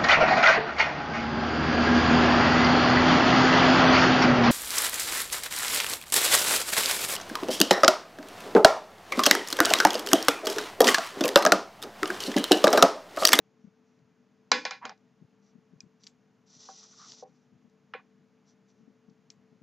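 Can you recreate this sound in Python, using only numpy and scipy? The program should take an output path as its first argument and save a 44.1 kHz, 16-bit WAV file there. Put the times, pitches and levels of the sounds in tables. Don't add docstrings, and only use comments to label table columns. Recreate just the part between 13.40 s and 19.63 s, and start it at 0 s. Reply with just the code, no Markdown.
import sys
import numpy as np
from scipy import signal
from scipy.fft import rfft, irfft, next_fast_len
from scipy.io import wavfile

SR = 44100
rng = np.random.default_rng(int(sys.argv[2]) if len(sys.argv) > 2 else 0)


def master(y):
    cut = np.clip(np.atleast_2d(y).T, -1, 1)
    pcm = np.round(cut * 32767)
    wavfile.write(sys.argv[1], SR, pcm.astype(np.int16))


N = 274555
TIME = np.arange(N) / SR


def from_db(db):
    return 10 ** (np.asarray(db) / 20)


def rms_one(x):
    return x / np.sqrt(np.mean(x ** 2) + 1e-20)


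def at_hz(points, hz):
    f, value = np.transpose(points)
    return np.interp(np.log(np.maximum(hz, 1)), np.log(f), value)


def shaped(x, gain):
    size = next_fast_len(x.shape[-1])
    spectrum = rfft(x, size) * gain(np.fft.rfftfreq(size, 1 / SR))
    return rms_one(irfft(spectrum, size)[..., :x.shape[-1]])


def coloured(x, spectrum):
    return shaped(x, lambda f: from_db(at_hz(spectrum, f)))


def cut(x, hz, kind, order=2):
    sos = signal.butter(order, min(hz, .45 * SR), kind, fs=SR, output="sos")
    return signal.sosfilt(sos, x + 1e-18)


def narrow_noise(hz, width_hz):
    return shaped(rng.standard_normal(N), lambda f: 1 / (1 + ((f - hz) / width_hz) ** 2))


def fade(t, t60):
    return np.exp(-np.log(1000) * t / t60)


def struck(modes, t, spread_db=0):
    total = np.zeros(len(t))
    for k, (hz, db, t60) in enumerate(modes):
        strength = (-1) ** k * from_db(db + spread_db * rng.normal())
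        total += strength * np.sin(2 * np.pi * hz * t) * fade(t, t60)
    return total


def add(track, s, sound):
    start = round(s * SR)
    track[..., start:start + sound.shape[-1]] += sound[..., :N - start]


def pan(x, left_db):
    return x * from_db(left_db * np.array([[1], [-1]]))


def spread(x, left):
    size = next_fast_len(N + SR // 10)
    left_db = at_hz(left, np.fft.rfftfreq(size, 1 / SR))
    return irfft(pan(rfft(x, size), left_db), size)[:, :N]


def reflected(pair, wall_db, wall_s, dull_hz):
    late = np.interp(TIME - wall_s, TIME, pair.mean(axis=0), left=0)
    echo = from_db(wall_db) * cut(late, dull_hz, "low", order=1)
    return pair + echo * [[1], [-1]]


def stroke(start_s, length_s, arch):
    part = (TIME - start_s) / length_s
    inside, gain = (part > 0) & (part < 1), np.zeros(N)
    gain[inside] = np.sin(np.pi * part[inside]) ** arch
    return gain


def hum_line(hz, width_hz, waver=.4):
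    tone = np.sin(2 * np.pi * (hz * TIME + rng.random()))
    return rms_one(tone + waver * narrow_noise(hz, width_hz))


# f/Hz, level/dB per Hz
AIR = [(30, -37.5), (80, -25.5), (120, -7), (165, -4.5), (215, -7.5), (280, -9), (360, -17), (600, -19),
       (1500, -24), (2500, -28.5), (4000, -35), (6800, -34.5), (7400, -45), (8000, -55.5)]
# f/Hz, left minus right level/dB
AIR_LEFT = [(80, 0.5), (180, 3), (310, 5), (530, 4.5), (1500, 0), (3000, 0)]
# f/Hz, left-right correlation (0 to 1)
LIKENESS = [(40, .5), (150, 0.87), (500, 0.95), (2000, 0.94), (7000, 0.918)]
# f/Hz, level/dB, width f/Hz
HUM = [(198.7, -72.5, 5.8), (244.55, -73, 10), (440.2, -73.5, 14)]


def background(air_db=-68.5, hum_left_db=2.5, hiss_db=-99):
    mid, side = rng.standard_normal((2, N))
    size = next_fast_len(N)
    hz = np.fft.rfftfreq(size, 1 / SR)
    alike = np.clip(at_hz(LIKENESS, hz), 0, 1)
    shared = np.sqrt(1 + alike) * rfft(mid, size)
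    opposed = np.sqrt(1 - alike) * rfft(side, size) * [[1], [-1]]
    pair = (shared + opposed) * from_db(at_hz(AIR_LEFT, hz) * [[.5], [-.5]])
    air = from_db(air_db) * coloured(irfft(pair, size)[:, :N], AIR)
    hum = sum(from_db(db) * hum_line(pitch, width) for pitch, db, width in HUM)
    hiss = from_db(hiss_db) * rng.standard_normal((2, N))
    return air + pan(hum, hum_left_db) + hiss


SETTLE_S, SETTLE_LOSS_DB, SETTLE_PITCH = 0.027, 5.5, 0.83
NUDGES_PER_S, NUDGE_DB, NUDGE_HZ = 2.0, -60.5, 199
# t/s of the peak, level/dB before bump_db, pitch f/Hz
BUMPS = [(.252, -42.5, 218), (1.455, -48.5, 259.5), (1.824, -46.5, 166.6), (2.16, -48, 229),
         (2.336, -48, 174.4), (2.442, -48.5, 199.8), (3.898, -55, 193.7), (4.131, -51.5, 203.4),
         (4.253, -50.5, 228), (5.411, -52.5, 230.6), (5.481, -50.5, 234.8), (5.689, -50, 201),
         (6.128, -53.5, 239.8), (6.222, -50.5, 248.5)]


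def bumps(width_s=0.0087, rough=0.32, bump_db=-2.0):
    out, t = np.zeros(N), TIME[:SR // 5]
    middle = t[-1] / 2
    chance = rng.random((40, 2))
    times = middle + np.cumsum(-np.log(1 - chance[:, 0])) / NUDGES_PER_S
    nudges = [(s, NUDGE_DB, NUDGE_HZ * 2 ** (u - .5))
              for s, u in zip(times, chance[:, 1]) if s < TIME[-1]]
    for s, db, hz in BUMPS + nudges:
        rub = cut(rng.standard_normal(len(t)), 145, "high", order=4)
        rub = rms_one(cut(rub, 237, "low", order=3))
        for k in range(2):
            level = from_db(db + bump_db - k * SETTLE_LOSS_DB)
            swell = level * np.exp(-((t - middle - k * SETTLE_S) / width_s) ** 2)
            thud = np.sin(2 * np.pi * (hz * SETTLE_PITCH ** k * t + rng.random()))
            add(out, s - middle, swell * (thud + rough * rub))
    return out


PULL_ARCH = .8
# f/Hz, level/dB per Hz
YARN = [(880, -12.5), (1500, -14.5), (1640, -31), (1890, -13.5), (2260, -24.5), (2410, -16), (2610, -18.5),
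        (3590, -7.5), (5330, -2), (5900, 2), (6480, -6.5), (7270, -8.5), (8400, -35.5), (10900, -63),
        (18500, -120)]
# start t/s, length t/s, level/dB before yarn_db
PULLS = [(0.173, .14, -84), (0.406, .22, -84.5), (2.012, 0.12, -75), (2.596, 0.086, -68.5),
         (3.056, 0.57, -53), (3.536, 0.31, -51), (3.816, 0.28, -79), (5.054, 0.092, -72),
         (5.276, 0.053, -73), (5.318, .15, -83.5)]


def yarn(snags_per_s=5000, snag_db=1.0, needle_hz=5930, needle_db=-7, yarn_db=-2.0, low_hz=250,
         flutter_db=1.4, flutter_hz=25):
    caught = rng.random(N) < snags_per_s / SR
    strength = from_db(snag_db * np.minimum(rng.exponential(1, N), 4))
    snags = caught * rng.choice([-1, 1], N) * strength
    hiss = cut(coloured(snags, YARN), low_hz, "high")
    rustle = hiss + from_db(needle_db) * narrow_noise(needle_hz, 150)
    power = sum((from_db(db) * stroke(s, length_s, PULL_ARCH)) ** 2 for s, length_s, db in PULLS)
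    flutter = from_db(flutter_db * narrow_noise(0, flutter_hz))
    return from_db(yarn_db) * rustle * np.sqrt(power) * flutter


SLIDE_ARCH = 1.2
# start t/s, length t/s, level/dB, resonance f/Hz
SLIDES = [(1.411, 0.075, -41.5, 1000), (1.485, 0.054, -48, 830), (3.402, 0.071, -64, 1290),
          (3.521, 0.031, -63.5, 1230), (3.562, 0.13, -57.5, 1220), (4.579, 0.034, -57.5, 995)]


def slides(width_hz=170, grit_db=0, grit_hz=1750, grit_width_hz=550, grit_growth=0.2):
    out, grit = np.zeros(N), narrow_noise(grit_hz, grit_width_hz)
    hardest_db = max(row[1] for row in SLIDES)
    for s, length_s, db, hz in SLIDES:
        grit_gain = from_db(grit_db + grit_growth * (db - hardest_db))
        scrape = narrow_noise(hz, width_hz) + grit_gain * grit
        out += from_db(db) * stroke(s, length_s, SLIDE_ARCH) * scrape
    return cut(out, 730, "high")


SECOND_TOUCH_DB = 0.5
# f/Hz, level/dB, t60 t/s
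TIP_MODES = [(4030, -20, .002), (4700, -7, 0.0046), (5600, -10, 0.0042), (6300, -54, 0.0019)]
# f/Hz, level/dB, t60 t/s
SHAFT_MODES = [(2434, -22, 0.028), (5010, -9, 0.0097), (6020, -9, 0.006)]
# t/s, level/dB, shaft ring/dB, gap to the second touch t/s
TICKS = [(0.591, -62, -17, .001), (1.577, -58, -11.5, .001), (2.4045, -36, 5.5, .0012),
         (2.6362, -37.5, -10.5, 0.0043), (2.6681, -29.5, -15, 0.0034), (3.7198, -30, -18.5, 0.00061),
         (4.297, -63, -9, 0.00103), (5.698, -58.5, -10, 0.0036), (5.9025, -34.5, -1, 0.000957)]


def ticks(snap_db=-8, chatter_db=-15, chatter_t60=0.019, room_db=-24, room_t60=0.13, room_low_hz=4500):
    out, t = np.zeros(N), TIME[:SR // 5]
    tip_ring = sum(struck([mode], t) for mode in TIP_MODES)
    tip = cut(tip_ring + from_db(snap_db) * fade(t, 0.000084), 2470, "high")
    for s, db, shaft_db, gap_s in TICKS:
        shaft = from_db(shaft_db) * struck(SHAFT_MODES, t)
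        for k in range(2):
            chatter = cut(rng.standard_normal(len(t)), 5400, "high")
            chatter = from_db(chatter_db) * chatter * fade(t, chatter_t60)
            room = cut(rng.standard_normal(len(t)), room_low_hz, "high", order=1)
            room = from_db(room_db) * room * fade(t, room_t60)
            touch = from_db(db + k * SECOND_TOUCH_DB) * (tip + chatter + shaft + room)
            add(out, s + k * gap_s, touch)
    return out


# f/Hz, level/dB, t60 t/s
TABLE_MODES = [(245, -18, 0.51), (296, -9, 0.43), (440, -11, 0.33), (504, -2, 0.3), (816, -4, 0.29),
               (844, -5, 0.29), (962, -3, 0.29), (1013, -5, 0.29), (1097, -4, 0.29), (1378, -3, 0.3),
               (1491, -5, 0.31), (1512, -1, 0.31), (1695, -5, 0.31), (1829, -5, 0.32), (2038, -4, 0.32),
               (2177, -6, 0.33), (2400, 0, 0.33), (2422, 0, 0.33), (2511, -6, 0.33), (2953, -11, 0.31),
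               (3436, -10, 0.3), (3650, -9, 0.29), (3873, -9, 0.28), (4028, -11, 0.28), (4066, -5, 0.28),
               (4428, -11, 0.27), (4747, -13, 0.26), (4969, -7, 0.26), (5059, -9, 0.26), (5273, -10, 0.25)]


def through_table(x, width_hz=45, lift_db=7):
    def radiation(f):
        near = [1 / (1 + ((f - hz) / width_hz) ** 2) for hz, _, _ in TABLE_MODES]
        return from_db(lift_db * np.max(near, axis=0))
    return shaped(x, radiation)


# f/Hz, level/dB per Hz
RING = [(120, -27), (280, 0.5), (360, -18), (490, -1), (680, -13.5), (930, -1), (1220, -7.5), (1550, 1),
        (2400, 0.5), (3220, -4.5), (4000, -7.5), (5300, -10), (6500, -13), (9000, -32.5)]
# f/Hz, t60 t/s
RING_T60 = [(150, 0.79), (400, 0.45), (1000, 0.28), (2700, 0.24), (7300, 0.42)]


def dense_ring(t):
    spectrum = rfft(coloured(rng.standard_normal(len(t)), RING))
    hz, ring = np.fft.rfftfreq(len(t), 1 / SR), np.zeros(len(t))
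    edges = np.geomspace(40, 20000, 13)
    for low, high in zip(edges, edges[1:]):
        band = irfft(spectrum * (hz >= low) * (hz < high), len(t))
        ring += band * fade(t, at_hz(RING_T60, np.sqrt(low * high)))
    return ring


CRACK_T60_S, CRACK_SOFTENING = 0.051, .45
CLANK_HZ, CLANK_WIDTH_HZ, CLANK_T60_S = 4500, 900, .03
CLANK_DB, CLANK_GROWTH = -12.5, 1.8
BENDING_DB = -40.5
# f/Hz, level/dB per Hz
CRACK = [(100, -18), (250, -12), (500, -5), (1000, 3), (1320, 0.5), (1900, -1.5), (2700, -12), (3000, -3),
         (3600, -8.5), (4100, -10), (5200, 0), (5900, -4), (7200, -7.5), (9000, -26)]
# f/Hz, level/dB, t60 t/s
BENDING_MODES = [(420, -9, 0.29), (494, -4.5, 0.14), (600, -7.5, 0.17), (769, 1.5, 0.17),
                 (1150, -9.5, 0.051)]
# t/s, level/dB, low edge f/Hz, high edge f/Hz, ring/dB against the level, damped after t/s
KNOCKS = [(1.1160, -11.5, 198, 8800, 1, .17), (1.2513, -24, 593, 7100, 4, .06),
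          (1.3083, -29.5, 717, 7000, 3.5, 0.09), (1.4521, -30.5, 483, 7400, -2.5, 0.065),
          (1.4933, -37, 802, 6165, -4, 0.061), (3.287, -39.5, 740, 1270, .5, 0.069),
          (3.823, -37, 398.6, 746, 8, 0.067), (4.536, -30, 880, 3110, 1.5, 0.066),
          (4.545, -37, 404, 556, 15.5, 0.026)]


def knocks(rise_s=0.00078, dense_db=-13.0, modes_db=-21.5, build_s=0.0017):
    out, t = np.zeros(N), TIME[:SR // 2]
    dense = dense_ring(t)
    dense = from_db(dense_db) * dense.std() * through_table(dense, width_hz=24, lift_db=7.5)
    hardest_db = max(row[1] for row in KNOCKS)
    for s, db, low_hz, high_hz, ring_db, stop_s in KNOCKS:
        crack_t60 = CRACK_T60_S * (1000 / high_hz) ** CRACK_SOFTENING
        crack = coloured(rng.standard_normal(len(t)), CRACK)
        crack = through_table(crack, width_hz=80, lift_db=2)
        crack = from_db(db) * crack * fade(t, crack_t60)
        crack = crack * (1 + 1.3 * fade(t, .02))

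        metal = shaped(rng.standard_normal(len(t)),
                       lambda f: 1 / (1 + ((f - CLANK_HZ) / CLANK_WIDTH_HZ) ** 4))
        clank_gain = from_db(CLANK_DB + CLANK_GROWTH * (db - hardest_db))
        clank = clank_gain * metal * fade(t, CLANK_T60_S)

        table = dense + from_db(modes_db) * struck(TABLE_MODES, t, spread_db=2.5)
        needle = from_db(BENDING_DB) * struck(BENDING_MODES, t)
        ring = from_db(db + ring_db) * table + needle
        damping = np.exp(-(t / stop_s) ** 2)
        attack = (crack + clank) * (1 - np.exp(-t / rise_s))
        blow = attack + ring * (1 - np.exp(-t / build_s)) * damping
        add(out, s, cut(cut(blow, low_hz, "high", order=3), high_hz, "low", order=5))
    return out


def microphone(x, edge_hz=7500, leak_db=-30):
    return cut(x, edge_hz, "low", order=16) + from_db(leak_db) * x


# f/Hz, left raised and right lowered by level/dB
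TABLE_LEFT = [(300, -0.76), (520, 1.5), (1000, -0.6), (2000, -1.24), (4500, 0.6)]


def scene():
    hands = reflected(pan(bumps(), left_db=5.0), wall_db=-16.5, wall_s=0.0033, dull_hz=890)
    wool = reflected(pan(yarn(), left_db=0.35), wall_db=-20, wall_s=.003, dull_hz=3000)
    needles = reflected(pan(ticks(), left_db=1.0), wall_db=-14, wall_s=.003, dull_hz=3000)
    table = spread(slides() + knocks(), TABLE_LEFT)
    table = reflected(table, wall_db=-14.5, wall_s=.0046, dull_hz=900)
    return background() + hands + wool + microphone(needles + table)


def record(dry):
    return signal.sosfilt(signal.cheby2(12, 70, 16000, fs=SR, output="sos"), dry)


dry = scene()
out = record(dry)
master(out)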